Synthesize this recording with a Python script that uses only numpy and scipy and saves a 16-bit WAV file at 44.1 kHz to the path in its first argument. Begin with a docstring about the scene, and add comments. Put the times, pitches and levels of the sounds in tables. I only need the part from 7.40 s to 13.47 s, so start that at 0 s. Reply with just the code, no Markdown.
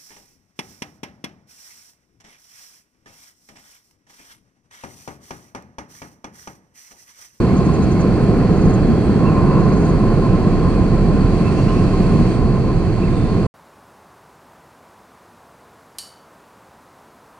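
"""A distant roar and boom: the exhaust of a four-engined jet freighter rolling out after landing,
heard across the grass of an airfield. Gusty air modulates the roar and broadens the blade tones
of the fans into a blurred whine near 1 kHz. Closer by, cicadas shrill, other summer insects
tick and buzz, and a few small birds call faintly, their whistles scattered by the trees."""
import sys
import numpy as np
from scipy import signal
from scipy.fft import rfft, irfft
from scipy.io import wavfile
from scipy.ndimage import uniform_filter1d, minimum_filter1d

SR = 44100
rng = np.random.default_rng(int(sys.argv[2]) if len(sys.argv) > 2 else 0)


def dump(signal):
    """Clip the signal to [-1, 1] and save it as 16-bit WAV at the path in sys.argv[1]."""
    limited = np.clip(np.atleast_2d(signal).T, -1, 1)
    pcm = np.round(limited * 32767).astype(np.int16)
    wavfile.write(sys.argv[1], SR, pcm)


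N = 267598
T = np.arange(N) / SR
HZ = np.maximum(np.fft.rfftfreq(N, 1 / SR), 1)

# Spectral shape within the exhaust bands: frequency_hz, relative_db
EXHAUST_SPECTRUM = [(20, -9), (50, -7.5), (100, -4), (150, -1.54), (180, 0), (260, -6), (330, -6.5),
                    (430, -10.5), (580, -17.5), (730, -19.5), (880, -27), (1380, -30.5), (1900, -37.5),
                    (3000, -52)]
# Exhaust bands and how far each follows the jet, the fans and the surges:
# low_hz, high_hz, level_db, jet_share, fan_share, surge_share, flutter_db
EDDY_BANDS = [(45.5, 133, -19.5, .1, 0.038, 0.16, 1.03), (135.6, 245.5, -17.5, 0.92, 0.09, 0.94, 1.43),
              (261.5, 549, -21, 0.81, 0.062, .1, 0.3), (621, 2360, -31, 0.92, 0.11, .15, 0.32)]
# Jet noise, wavering at first and then slowly fading as the aircraft rolls away: time_s, relative_db
JET_ENVELOPE = [(0, -13.5), (.45, -15), (.8, -13.0), (1.3, -13.0), (1.55, -14), (2.1, -13), (3.4, -15),
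                (4.75, -15), (5.35, -17.5), (6.07, -17)]
# Brief surges of the roar: centre_s, rise_db
ROAR_SURGES = [(1.27, 3.5), (2.25, 2.5), (3.74, 4), (4.75, 4.5)]
# Deepest boom of the exhaust: time_s, level_db
BOOM_ENVELOPE = [(0, -34), (.7, -29), (1.3, -20.5), (1.6, -29), (2.7, -21), (3.15, -23), (3.8, -18),
                 (4.1, -25), (4.5, -20), (6.07, -26)]
# Fan whine carried over the field: time_s, level_db
WHINE_ENVELOPE = [(0, -34.5), (.34, -33), (.45, -37), (1.77, -39), (1.88, -26.5), (2.2, -28.5), (2.4, -34),
                  (3.35, -33), (3.7, -37), (4.2, -33), (4.9, -35.5), (5.28, -36.5), (5.45, -39),
                  (6.07, -37)]
# Bird whistles: centre_s, level_db, length_s, first_hz, last_hz
BIRD_WHISTLES = [(.11, -46, 0.07, 2250, 1980), (0.578, -47.5, 0.085, 2290, 2120),
                 (1.88, -40, 0.066, 2730, 2604), (1.972, -47, 0.11, 2520, 2400),
                 (2.146, -49, 0.12, 2580, 2640), (2.915, -53, 0.085, 2470, 2500),
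                 (3.363, -49, 0.13, 2440, 2530), (4.078, -39.5, 0.07, 2480, 2690),
                 (4.19, -44.5, 0.061, 2600, 2810), (4.294, -45.5, 0.059, 2700, 2980),
                 (4.393, -46, 0.085, 2580, 2720), (5.636, -40.5, 0.046, 2340, 2760),
                 (5.68, -40, 0.027, 2600, 1900), (1.597, -58, 0.84, 3305, 3290),
                 (3.25, -59.5, 0.58, 3310, 3300), (5.79, -56, 0.39, 3650, 3520)]
# Runs of insect ticks: start_s, length_s, interval_s, first_db, last_db, first_hz, last_hz
TICK_TRAINS = [(0.174, .435, .087, -46, -41.5, 6750, 6550), (1.127, .219, .0438, -52, -44.5, 6250, 6800),
               (2.21, 0.29, .0435, -52, -47, 6050, 6750)]
# Soft sizzles: centre_s, level_db, length_s, pitch_hz
SIZZLE_BURSTS = [(4.19, -56, .16, 6350), (4.31, -56, .5, 5400)]
# Spectrum of the cicada chorus: frequency_hz, relative_db
CICADA_SPECTRUM = [(3300, -50), (3800, -11), (4100, -2.5), (4400, 0), (4650, -1.5), (4900, -10.5),
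                   (5200, -26), (6000, -56)]
# Spectrum of the field's hiss: frequency_hz, relative_db
HISS_SPECTRUM = [(1200, -12), (2000, 7), (2350, 9), (2630, 10.5), (2930, 1.5), (3200, 4), (3700, -2.5),
                 (5200, -2.5), (6500, -3.5), (8300, -4.5), (8800, -7), (10200, -8.5)]
# Rise and fall of that hiss: time_s, relative_db
HISS_ENVELOPE = [(0, -49.5), (1.5, -51), (3.0, -50.5), (3.7, -50.5), (4.1, -48), (4.93, -47.8), (5.0, -52),
                 (6.07, -50.8)]
# Likeness of left and right for far sound: frequency_hz, coherence
COHERENCE = [(35, 0.9), (70, 1), (130, 0.87), (200, 0.95), (400, 1), (590, 0.76), (750, 0.98), (880, 0.39),
             (1040, 1), (1600, 1), (2400, 0.25), (3100, .15), (4400, 0.42), (9000, 0.089)]
# Level difference for far sound: frequency_hz, left_minus_right_db
LEVEL_DIFFERENCE = [(30, 1), (60, -4), (110, -6), (190, -0.5), (265, 1), (340, -1), (480, -2.5),
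                    (600, -1.5), (800, -2.5), (950, 0), (1400, -1.3), (2500, -4.5), (4500, -2.5),
                    (5500, -.5)]
# Phase difference for far sound: frequency_hz, left_lead_rad
PHASE_DIFFERENCE = [(40, -1.5), (65, -0.6), (130, 0), (235, 0.52), (290, 0.27), (560, 0.4), (850, 0.6),
                    (950, 0), (1200, 0.7), (2000, 0.66), (2800, -1), (3500, 2.1), (4300, 1.15), (7000, 3)]


def exhaust(surge_s=.18):
    """Turbulent mixing noise: each size of eddy fills a band that flutters alone, over a coherent boom."""
    spectrum = from_db(at_hz(EXHAUST_SPECTRUM))
    jet_db, fans_db = swing(JET_ENVELOPE), swing(WHINE_ENVELOPE)
    surge_db = sum(db * swell(at, surge_s) for at, db in ROAR_SURGES)
    boom = panned(mono_noise(resonance(32.5, 17) ** 2), pan_db=-2.8)
    roar = at_level(boom, in_time(BOOM_ENVELOPE), window=13001)
    for low_hz, high_hz, db, jet_share, fan_share, surge_share, flutter_db in EDDY_BANDS:
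        level_db = db + jet_share * jet_db + fan_share * fans_db + surge_share * surge_db
        level_db += flutter_db * flutter()
        roar += at_level(far_noise(spectrum * high_pass(low_hz) * low_pass(high_hz)), level_db)
    return roar


def fans(core_hz=68, skirt_db=-10, flutter_db=1.7):
    """Spectral broadening: turbulent air smears four fans' blade tones into a narrow band with skirts."""
    core = resonance(1044.7, core_hz) ** 2
    skirt = from_db(skirt_db) * resonance(1047, 160) ** 2
    whine = far_noise(np.hypot(core, skirt))
    return at_level(whine, in_time(WHINE_ENVELOPE) + flutter_db * flutter())


def birds(waver_hz=75, echo_db=-7, t60_s=.62):
    """Frequency modulation: whistles glide and waver; scattering by the trees adds reverberation."""
    waver = waver_hz * mono_noise(low_pass(70, order=2))
    song = np.zeros(N)
    for at, db, length, first_hz, last_hz in BIRD_WHISTLES:
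        pitch_hz = np.interp(T, [at - length / 2, at + length / 2], [first_hz, last_hz]) + waver
        phase = 2 * np.pi * np.cumsum(pitch_hz) / SR
        song += from_db(db) * swell(at, length) * np.sqrt(2) * np.sin(phase)
    scatter = rng.standard_normal((2, SR)) * from_db(-60 * T[:SR] / t60_s)
    scatter /= np.linalg.norm(scatter, axis=1, keepdims=True)
    echoes = signal.fftconvolve(song[None], scatter, axes=1)[:, :N]
    return panned(song + from_db(echo_db) * echoes, pan_db=-8.5)


def insect_ticks(tick_s=.039, rasp_hz=700, fall_hz_per_s=25000, left_lead_s=.00006):
    """Noise modulation spreads each falling tone into a rasp; the ticks come in even, growing runs."""
    rasp = mono_noise(low_pass(rasp_hz, order=2))
    ticks = np.zeros((2, N))
    for start, length, interval, first_db, last_db, first_hz, last_hz in TICK_TRAINS:
        first, last = (start, first_db, first_hz), (start + length, last_db, last_hz)
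        for at, db, hz in np.linspace(first, last, round(length / interval) + 1):
            age = T - at + np.array([[left_lead_s], [0]])
            carrier = np.sqrt(2) * np.cos(2 * np.pi * age * (hz - fall_hz_per_s * age / 2))
            ticks += from_db(db) * swell(at, tick_s) * rasp * carrier
    return ticks


def bush_cricket(first_s=.83, every_s=.825, buzz_s=.2, strokes_per_s=15, level_db=-57.5):
    """Stridulation: two or three wing strokes make each high, evenly paced buzz on the right."""
    strokes = sum(swell(at, buzz_s) * np.abs(np.cos(np.pi * strokes_per_s * (T - at)))
                  for at in np.arange(first_s, T[-1], every_s))
    wing = mono_noise(resonance(8450, 800) ** 2 * high_pass(8100, order=20))
    return panned(from_db(level_db) * strokes * wing, pan_db=-7)


def sizzles(width_hz=1060):
    """Band-limited noise swells into two soft, high sizzles on the left."""
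    bursts = sum(from_db(db) * swell(at, length) * mono_noise(resonance(hz, width_hz) ** 2)
                 for at, db, length, hz in SIZZLE_BURSTS)
    return panned(bursts, pan_db=7)


def cicadas(mean_db=-49, hiss_share=.7, flutter_db=.5):
    """Incoherent summation: a chorus in the trees merges into one shrill band that swells with the hiss."""
    level_db = mean_db + hiss_share * swing(HISS_ENVELOPE) + flutter_db * flutter()
    return from_db(level_db) * far_noise(from_db(at_hz(CICADA_SPECTRUM)))


def field_hiss(lift_db=6):
    """Broadband background noise: a thin hiss that swells for about a second."""
    return from_db(in_time(HISS_ENVELOPE) + lift_db) * far_noise(from_db(at_hz(HISS_SPECTRUM)))


def flutter(slowest_hz=2.15, fastest_hz=11.6):
    """Scintillation: the random wavering that turbulent air gives far sound, rms 1."""
    return mono_noise(low_pass(fastest_hz, order=3) * high_pass(slowest_hz, order=2))


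def far_noise(gain):
    """Partial coherence: far noise differs left and right in waveform, level and phase; mid rms 1."""
    mid, side = rfft(rng.standard_normal((2, N))) * gain
    coherence = np.clip(at_hz(COHERENCE), 0, .995)
    sign = np.array([[1], [-1]])
    pair = np.sqrt(1 + coherence) * mid + sign * np.sqrt(1 - coherence) * side
    balance = from_db(sign * at_hz(LEVEL_DIFFERENCE) / 2)
    phase_shift = np.exp(.5j * sign * at_hz(PHASE_DIFFERENCE))
    noise = irfft(pair * balance * phase_shift, N)
    return noise / noise.mean(axis=0).std()


def mono_noise(gain):
    """Spectral shaping of white noise, rms 1."""
    noise = irfft(rfft(rng.standard_normal(N)) * gain, N)
    return noise / noise.std()


def at_level(noise, level_db, window=7001):
    """Division by the running rms evens out the noise's own swells; it then follows level_db."""
    power = uniform_filter1d(uniform_filter1d(noise.mean(axis=0) ** 2, window), window // 2)
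    return noise / np.sqrt(power) * from_db(level_db)


def panned(x, pan_db):
    """A level difference places a source left (+) or right (-)."""
    return x * from_db(np.array([[pan_db], [-pan_db]]) / 2)


def resonance(hz, width_hz):
    """Gain of a damped resonator, 1 at its peak."""
    return 1 / np.sqrt(1 + ((HZ ** 2 - hz ** 2) / (HZ * width_hz)) ** 2)


def low_pass(hz, order=8):
    """Gain of a maximally flat low-pass."""
    return 1 / np.sqrt(1 + (HZ / hz) ** (2 * order))


def high_pass(hz, order=8):
    """Gain of a maximally flat high-pass."""
    return 1 / np.sqrt(1 + (hz / HZ) ** (2 * order))


def swell(centre_s, length_s):
    """A half-cosine envelope."""
    return np.cos(np.pi * np.clip((T - centre_s) / length_s, -.5, .5))


def swing(envelope):
    """Deviation of a level from its mean, in dB."""
    db = in_time(envelope)
    return db - db.mean()


def in_time(rows):
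    """A table interpolated over time."""
    return np.interp(T, *np.transpose(rows))


def at_hz(rows):
    """A table interpolated over log frequency."""
    hz, value = np.transpose(rows)
    return np.interp(np.log(HZ), np.log(hz), value)


def from_db(db):
    """Decibels to amplitude ratio."""
    return 10 ** (np.asarray(db) / 20)


def scene():
    """Superposition of the far aircraft and the near field."""
    aircraft = exhaust() + fans()
    return aircraft + cicadas() + field_hiss() + insect_ticks() + sizzles() + bush_cricket() + birds()


def record(dry, ceiling=.97, fade_s=.003, cutoff_hz=10150):
    """Smooth limiting holds down the rare highest peaks; the ends fade and the top is cut steeply."""
    allowed = np.minimum(1, ceiling / (np.abs(dry).max(axis=0) + 1e-9))
    gain = uniform_filter1d(minimum_filter1d(allowed, size=401), size=401)
    fade = np.minimum(1, np.minimum(T, T[-1] - T) / fade_s)
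    treble_cut = signal.ellip(14, .05, 80, cutoff_hz, fs=SR, output="sos")
    return signal.sosfilt(treble_cut, dry * gain * fade)


dry = scene()
out = record(dry)
dump(out)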